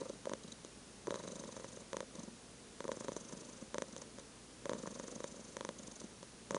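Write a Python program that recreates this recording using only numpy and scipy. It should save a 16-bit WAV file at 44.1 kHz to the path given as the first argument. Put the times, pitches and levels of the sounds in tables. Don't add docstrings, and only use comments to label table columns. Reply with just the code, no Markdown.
import sys
import numpy as np
from scipy import signal
from scipy.fft import rfft, irfft
from scipy.io import wavfile
from scipy.ndimage import uniform_filter1d

SR = 44100
rng = np.random.default_rng(int(sys.argv[2]) if len(sys.argv) > 2 else 0)


def pcm_store(signal):
    levels = np.round(np.clip(np.atleast_2d(signal), -1, 1) * 32767)
    wavfile.write(sys.argv[1], SR, levels.astype(np.int16).T)


def voltage_ratio(decibels):
    exponent = np.asarray(decibels, float) / 20
    return 10 ** exponent


N = 290574

# first puff in seconds, last puff in seconds, number of puffs,
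# open share of the cycle (0-1).
RUNS = [
    (.010, .133, 4, .55),
    (.441, .523, 3, .35),
    (1.113, 1.807, 18, .65),
    (2.155, 2.237, 3, .3),
    (2.924, 3.614, 18, .65),
    (3.885, 4.020, 4, .22),
    (4.196, 4.236, 2, .2),
    (4.704, 5.528, 21, .65),
    (5.790, 6.046, 7, .4),
    (6.514, 6.594, 3, .55),
]
# hiss in dB at first and last,
# palate share in dB, rumble in dB at first and last.
FLOW = [(-62, -65.5, -4.5, -47, -61), (-65, -59, 1.5, -55, -60.5), (-63, -63, -3, -49.5, -58),
        (-58.5, -56.5, -8, -52, -53), (-60, -63.5, -15, -53, -59.5), (-63, -52, -14, -58.5, -51),
        (-57.5, -73, -5, -52, -63), (-62, -63.5, -8.5, -48, -61.5), (-54, -61.5, -12, -53.5, -64.5),
        (-60, -53, -17, -50, -49)]
# frequency in Hz, width in Hz, level in dB.
THROAT = [(221.4, 43, -3.5), (357, 340, -1.5), (541.7, 88, 2.5), (923, 170, -0.5), (1610, 740, -10)]
CLOSING_MS = (0.13, 0.11)


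def rms_one(x):
    return x / np.sqrt(np.mean(x ** 2) + 1e-20)


def resonate(x, modes):
    out = 0
    for hz, width_hz, level_db in modes:
        r = np.exp(-np.pi * width_hz / SR)
        b = [(1 - r * r) / 2, 0, (r * r - 1) / 2]
        a = [1, -2 * r * np.cos(2 * np.pi * hz / SR), r * r]
        out = out + voltage_ratio(level_db) * signal.lfilter(b, a, x + 1e-18)
    return out


def add(track, sound, s, level_db):
    at = round(s * SR)
    part = sound[:N - at]
    track[at:at + len(part)] += part * voltage_ratio(level_db) / np.abs(sound).max()


def inward(s):
    turns = [
        .2,
        .9,
        1.87,
        2.6,
        3.7,
        4.4,
        5.54,
        6.4,
    ]
    return np.searchsorted(turns, s) % 2


def room():
    # frequency in Hz, density in dB per Hz.
    floor = [(20, -23), (40, -16), (70, -10.5), (90, -13.5), (140, -8.5), (220, -2), (330, -8), (450, -8),
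             (680, -15), (1500, -19), (2300, -21.5), (6000, -19.5), (9700, -21.5), (11500, -22.5)]
    # frequency in Hz, wander in Hz, rms level in dB.
    hum = [(54, 1.8, -70.5), (117.7, 4.7, -70)]
    floor_hz, floor_db = np.transpose(floor)
    hz = np.maximum(np.fft.rfftfreq(N, 1 / SR), 10)
    shape = voltage_ratio(np.interp(np.log(hz), np.log(floor_hz), floor_db))
    out = voltage_ratio(-54.5) * rms_one(irfft(rfft(rng.standard_normal(N)) * shape, N))
    for hum_hz, wander_hz, level_db in hum:
        pitch, swell = (rms_one(uniform_filter1d(uniform_filter1d(n, size=2000), size=2000))
                        for n in rng.standard_normal((2, N)))
        tone = np.sin(2 * np.pi * np.cumsum(hum_hz + wander_hz * pitch) / SR)
        out += voltage_ratio(level_db) * rms_one(voltage_ratio(swell) * tone)
    return out


def opening():
    out, t = np.zeros(N), np.arange(N) / SR
    for first, last, puffs, share in RUNS:
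        cycle = (t - first) * (puffs - 1) / (last - first)
        number = np.clip(np.round(cycle).astype(int), 0, puffs - 1)
        size, shift = rng.standard_normal((puffs, 2))[number].T
        along = np.clip((cycle - number + .04 * shift) / share + .54, 0, 1)
        out += np.sin(np.pi * along ** 1.4) * voltage_ratio(1.5 * size)
    return out


def flow_in_time():
    rise_db_per_s, fall_db_per_s = (250, 65), 260
    arch_db, palate_fade_db_per_s = 4.5, 11.5
    t = np.arange(N) / SR
    ends = np.array(RUNS)[:, :2].ravel()
    flow = np.array(FLOW)
    rumble = arch = 0
    for (first, last), (first_db, last_db) in zip(ends.reshape(-1, 2), flow[:, 3:]):
        before_db = rise_db_per_s[inward(first)] * np.maximum(first - t, 0)
        after_db = fall_db_per_s * np.maximum(t - last, 0)
        inside_db = np.interp(t, [first, last], [first_db, last_db])
        rumble = rumble + voltage_ratio(inside_db - before_db - after_db)
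        arch = arch + (last - first) * np.sin(np.pi * np.clip((t - first) / (last - first), 0, 1))
    hiss_db = np.interp(t, ends, flow[:, :2].ravel()) + arch_db * arch
    since_first = ends - np.repeat(ends[::2], 2)
    palate_db = np.repeat(flow[:, 2], 2) - palate_fade_db_per_s * since_first
    return voltage_ratio(hiss_db), voltage_ratio(np.interp(t, ends, palate_db)), rumble


def airflow():
    # frequency in Hz, width in Hz, level in dB.
    nostril_modes = [(5300, 1900, -15), (6276, 490, 2), (7040, 240, -2.5), (8280, 480, -10.5)]
    palate_modes = [(3250, 270, -21), (3980, 150, 6), (4590, 530, -4.5)]
    chest_modes = [(193, 37, 0), (290, 164, -6), (503, 106, 0.5), (918, 55, -9)]
    hiss_gain, palate_share, rumble_gain = flow_in_time()
    gate = opening()
    gusts = voltage_ratio(2.3 * rms_one(uniform_filter1d(rng.standard_normal(N), size=60)))
    air = rng.standard_normal(N) * gusts
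    hiss = rms_one(resonate(air, nostril_modes)) + palate_share * rms_one(resonate(air, palate_modes))
    lumps = voltage_ratio(4 * rms_one(uniform_filter1d(rng.standard_normal(N), size=150)))
    rumble = rms_one(resonate(rng.standard_normal(N) * lumps, chest_modes))
    rumble = rumble * (.4 + np.roll(gate, 300))
    rumble = signal.sosfilt(signal.butter(2, 1400, fs=SR, output="sos"), rumble)
    return voltage_ratio(6.0) * hiss_gain * hiss * gate + voltage_ratio(0.5) * rumble_gain * rumble


def murmurs():
    murmur_hz, over_rumble_db = (207.5, 530), (7, 4)
    early_s, answer_s = 0.00195, .019
    echo_s, echo_db = .017, -24
    rows = [(s + echo_s, level_db + echo_db, murmur_hz[1]) for s, level_db, *_ in opening_closures()]
    for (first, last, puffs, _), (*_, first_db, last_db) in zip(RUNS, FLOW):
        for k in range(2 - inward(first)):
            size, tune, shift = rng.standard_normal((puffs, 3)).T
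            s = np.linspace(first, last, puffs) - early_s + k * answer_s + 0.002805 * shift
            level_db = np.linspace(first_db, last_db, puffs) + over_rumble_db[k] + 2 * size
            rows += zip(s, level_db, murmur_hz[k] * (1 + 0.075 * tune))
    return rows


def flutters():
    # start in seconds, peak in dB, pitch in Hz, length in ms.
    strong = [(.012, -35, 517, 7.9), (.06, -43, 517, 7.9), (.097, -37.5, 500, 6.9), (.269, -31.5, 544, 5.1),
              (.314, -34, 586, 7), (1.077, -31.5, 404, 9.6), (1.121, -33.5, 536, 6.1),
              (1.451, -45, 210, 8.9), (1.488, -42, 503, 5.2), (1.771, -42, 481, 3.9),
              (1.941, -35.5, 505, 6.8), (2.027, -41.5, 523, 4.3), (2.181, -42.5, 188, 15.5),
              (2.276, -44, 222, 12.4), (2.85, -34.5, 393, 4.8), (2.889, -31.5, 553, 5.9),
              (3.09, -32.5, 566, 1.8), (3.168, -39.5, 575, 4.3), (3.331, -40, 178.5, 6.2),
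              (3.623, -40.5, 194.5, 5), (3.752, -38.5, 587, 7.7), (4.661, -39, 563, 6.6),
              (4.714, -32, 580, 5.7), (4.798, -45, 514, 7.8), (4.833, -41.5, 229.7, 7.9),
              (4.857, -37, 530, 2.3), (5.159, -40, 197.5, 5.5), (5.394, -43, 261, 3.2),
              (6.04, -42.5, 214, 6.1), (6.565, -29, 549, 3.6)]
    rest_s = .012
    busy = np.array([row[0] for row in strong] + [row[0] for row in catch_closures()])
    rows = list(strong)
    for s, level_db, hz in murmurs():
        if 0 < s < N / SR - .01 and np.abs(busy - s).min() > rest_s:
            rows.append((s, level_db, hz, 3 + 1000 * 1.3 / hz))
    return rows


def throbs():
    out, t = np.zeros(N), np.arange(2600) / SR
    rows = flutters()
    dull = signal.butter(4, 1050, fs=SR, output="sos")
    for (s, level_db, hz, length_ms), noise in zip(rows, rng.standard_normal((len(rows), len(t)))):
        swell = np.sin(np.pi * np.clip(t / (max(length_ms, 1) / 1000), 0, 1))
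        rough = 0.71 * hz / 500 * rms_one(signal.sosfilt(dull, noise))
        flutter = np.sin(2 * np.pi * hz * t + noise[0]) + rough
        add(out, resonate(flutter * swell, THROAT[:4]), s, level_db + 6.0)
    return out


def catch_closures():
    # start in seconds, peak in dB, brightness in dB, chest share in dB.
    catches = [(.015, -47, -27, 2.5), (.095, -35.5, -6, 11), (.647, -37.5, -2, 10), (1.156, -31, -8.5, -3),
               (1.207, -40, -11, 5), (1.237, -35.5, -26, -3), (1.276, -33.5, -30, 4), (1.437, -35, -21, -2),
               (1.565, -34, -21, -2), (1.597, -35.5, -17, .6), (1.643, -32.5, -27, -11),
               (2.97, -34.5, -22, 20), (3.007, -32, -25, 4), (3.045, -31, -17, 9), (3.082, -27, -12, -7),
               (3.118, -32, -11, 2), (3.164, -29, -8.5, .6), (3.324, -36.5, -10, -13), (3.963, -35, -2, 0),
               (4.018, -38, -18, -8), (4.184, -37, -9, -6), (4.872, -29.5, -13, .6),
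               (4.997, -30.5, -13, -4), (5.081, -34, -21, 6), (5.203, -32, -18, 2), (5.241, -27, -9.5, -3),
               (6.015, -37.5, -9, -1), (6.228, -35.5, -7, -4), (6.565, -33, -14, 3)]
    return [(s, level_db, bright_db, 1.18 * CLOSING_MS[inward(s)], chest_db)
            for s, level_db, bright_db, chest_db in catches]


def opening_closures():
    # first in seconds, last in seconds, peak in dB at first, middle and last.
    openings = [
        (.254, .334, -31.5, -30.5, -25),
        (1.07, 1.141, -29.5, -24.5, -27),
        (1.93, 2.004, -27, -25.5, -27),
        (2.804, 2.916, -28, -34, -25),
        (3.743, 3.82, -26, -23.5, -24),
        (4.655, 4.732, -27.5, -23, -26),
        (5.567, 5.689, -28, -27.5, -26),
        (6.507, 6.583, -23.5, -21.5, -24),
    ]
    bright_db, chest_db = (-10.5, -8.5), (-2, -3.2)
    cycle_s = .039
    rows = []
    for first, last, *levels_db in openings:
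        way = inward(first)
        times = np.linspace(first, last, round((last - first) / cycle_s) + 1)
        peaks_db = np.interp(times, [first, (first + last) / 2, last], levels_db)
        rows += [(s, level_db, bright_db[way], CLOSING_MS[way], chest_db[way])
                 for s, level_db in zip(times, peaks_db)]
    return rows


def scattered(modes, chance, spread_db):
    return [(hz, width, level + spread_db * c) for (hz, width, level), c in zip(modes, chance)]


def snaps():
    # frequency in Hz, width in Hz, level in dB.
    nose_modes = [(3480, 920, -2.5), (3750, 1700, -7), (6220, 500, 7.5), (7250, 320, -6), (8500, 590, -21)]
    out, click, t = np.zeros(N), signal.unit_impulse(2600), np.arange(2600) / SR
    rows = opening_closures() + catch_closures()
    chance = rng.standard_normal((len(rows), 11))
    for (s, level_db, bright_db, soft_ms, chest_db), c in zip(rows, chance):
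        sign = 1 - 2 * inward(s)
        throat, nose = scattered(THROAT, c, 2), scattered(nose_modes, c[5:], 3)
        push = t * np.exp(-1000 * t / max(soft_ms, .02))
        chest = voltage_ratio(chest_db + 3 * c[10]) * resonate(push, throat[:2])
        body = resonate(push, throat[2:]) + chest
        add(out, sign * body, s + 0.00116, level_db + 2.5)
        add(out, sign * resonate(click, nose), s + 0.001318, level_db + bright_db + 5.5)
    return out


def cat():
    # frequency in Hz, width in Hz.
    valleys = [(780, 363), (2700, 200)]
    x = airflow() + throbs() + snaps()
    for hz, width_hz in valleys:
        x = 0.15 * x + 0.87 * signal.lfilter(*signal.iirnotch(hz, hz / width_hz, fs=SR), x)
    x = signal.sosfilt(signal.butter(2, 130, "high", fs=SR, output="sos"), x)
    return signal.sosfilt(signal.butter(8, 9400, fs=SR, output="sos"), x)


def scene():
    return np.tile(room() + cat(), (2, 1))


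def low_pass(x):
    return signal.sosfilt(signal.butter(12, 11350, fs=SR, output="sos"), x)


def record(dry):
    notch_hz, notch_width_hz = 7660, 220
    b, a = signal.iirnotch(notch_hz, notch_hz / notch_width_hz, fs=SR)
    x = 0.26 * dry + 0.72 * signal.lfilter(b, a, dry)
    x = signal.sosfilt(signal.cheby1(8, 1, 10340, fs=SR, output="sos"), x)
    return low_pass(x)


dry = scene()
out = record(dry)
pcm_store(out)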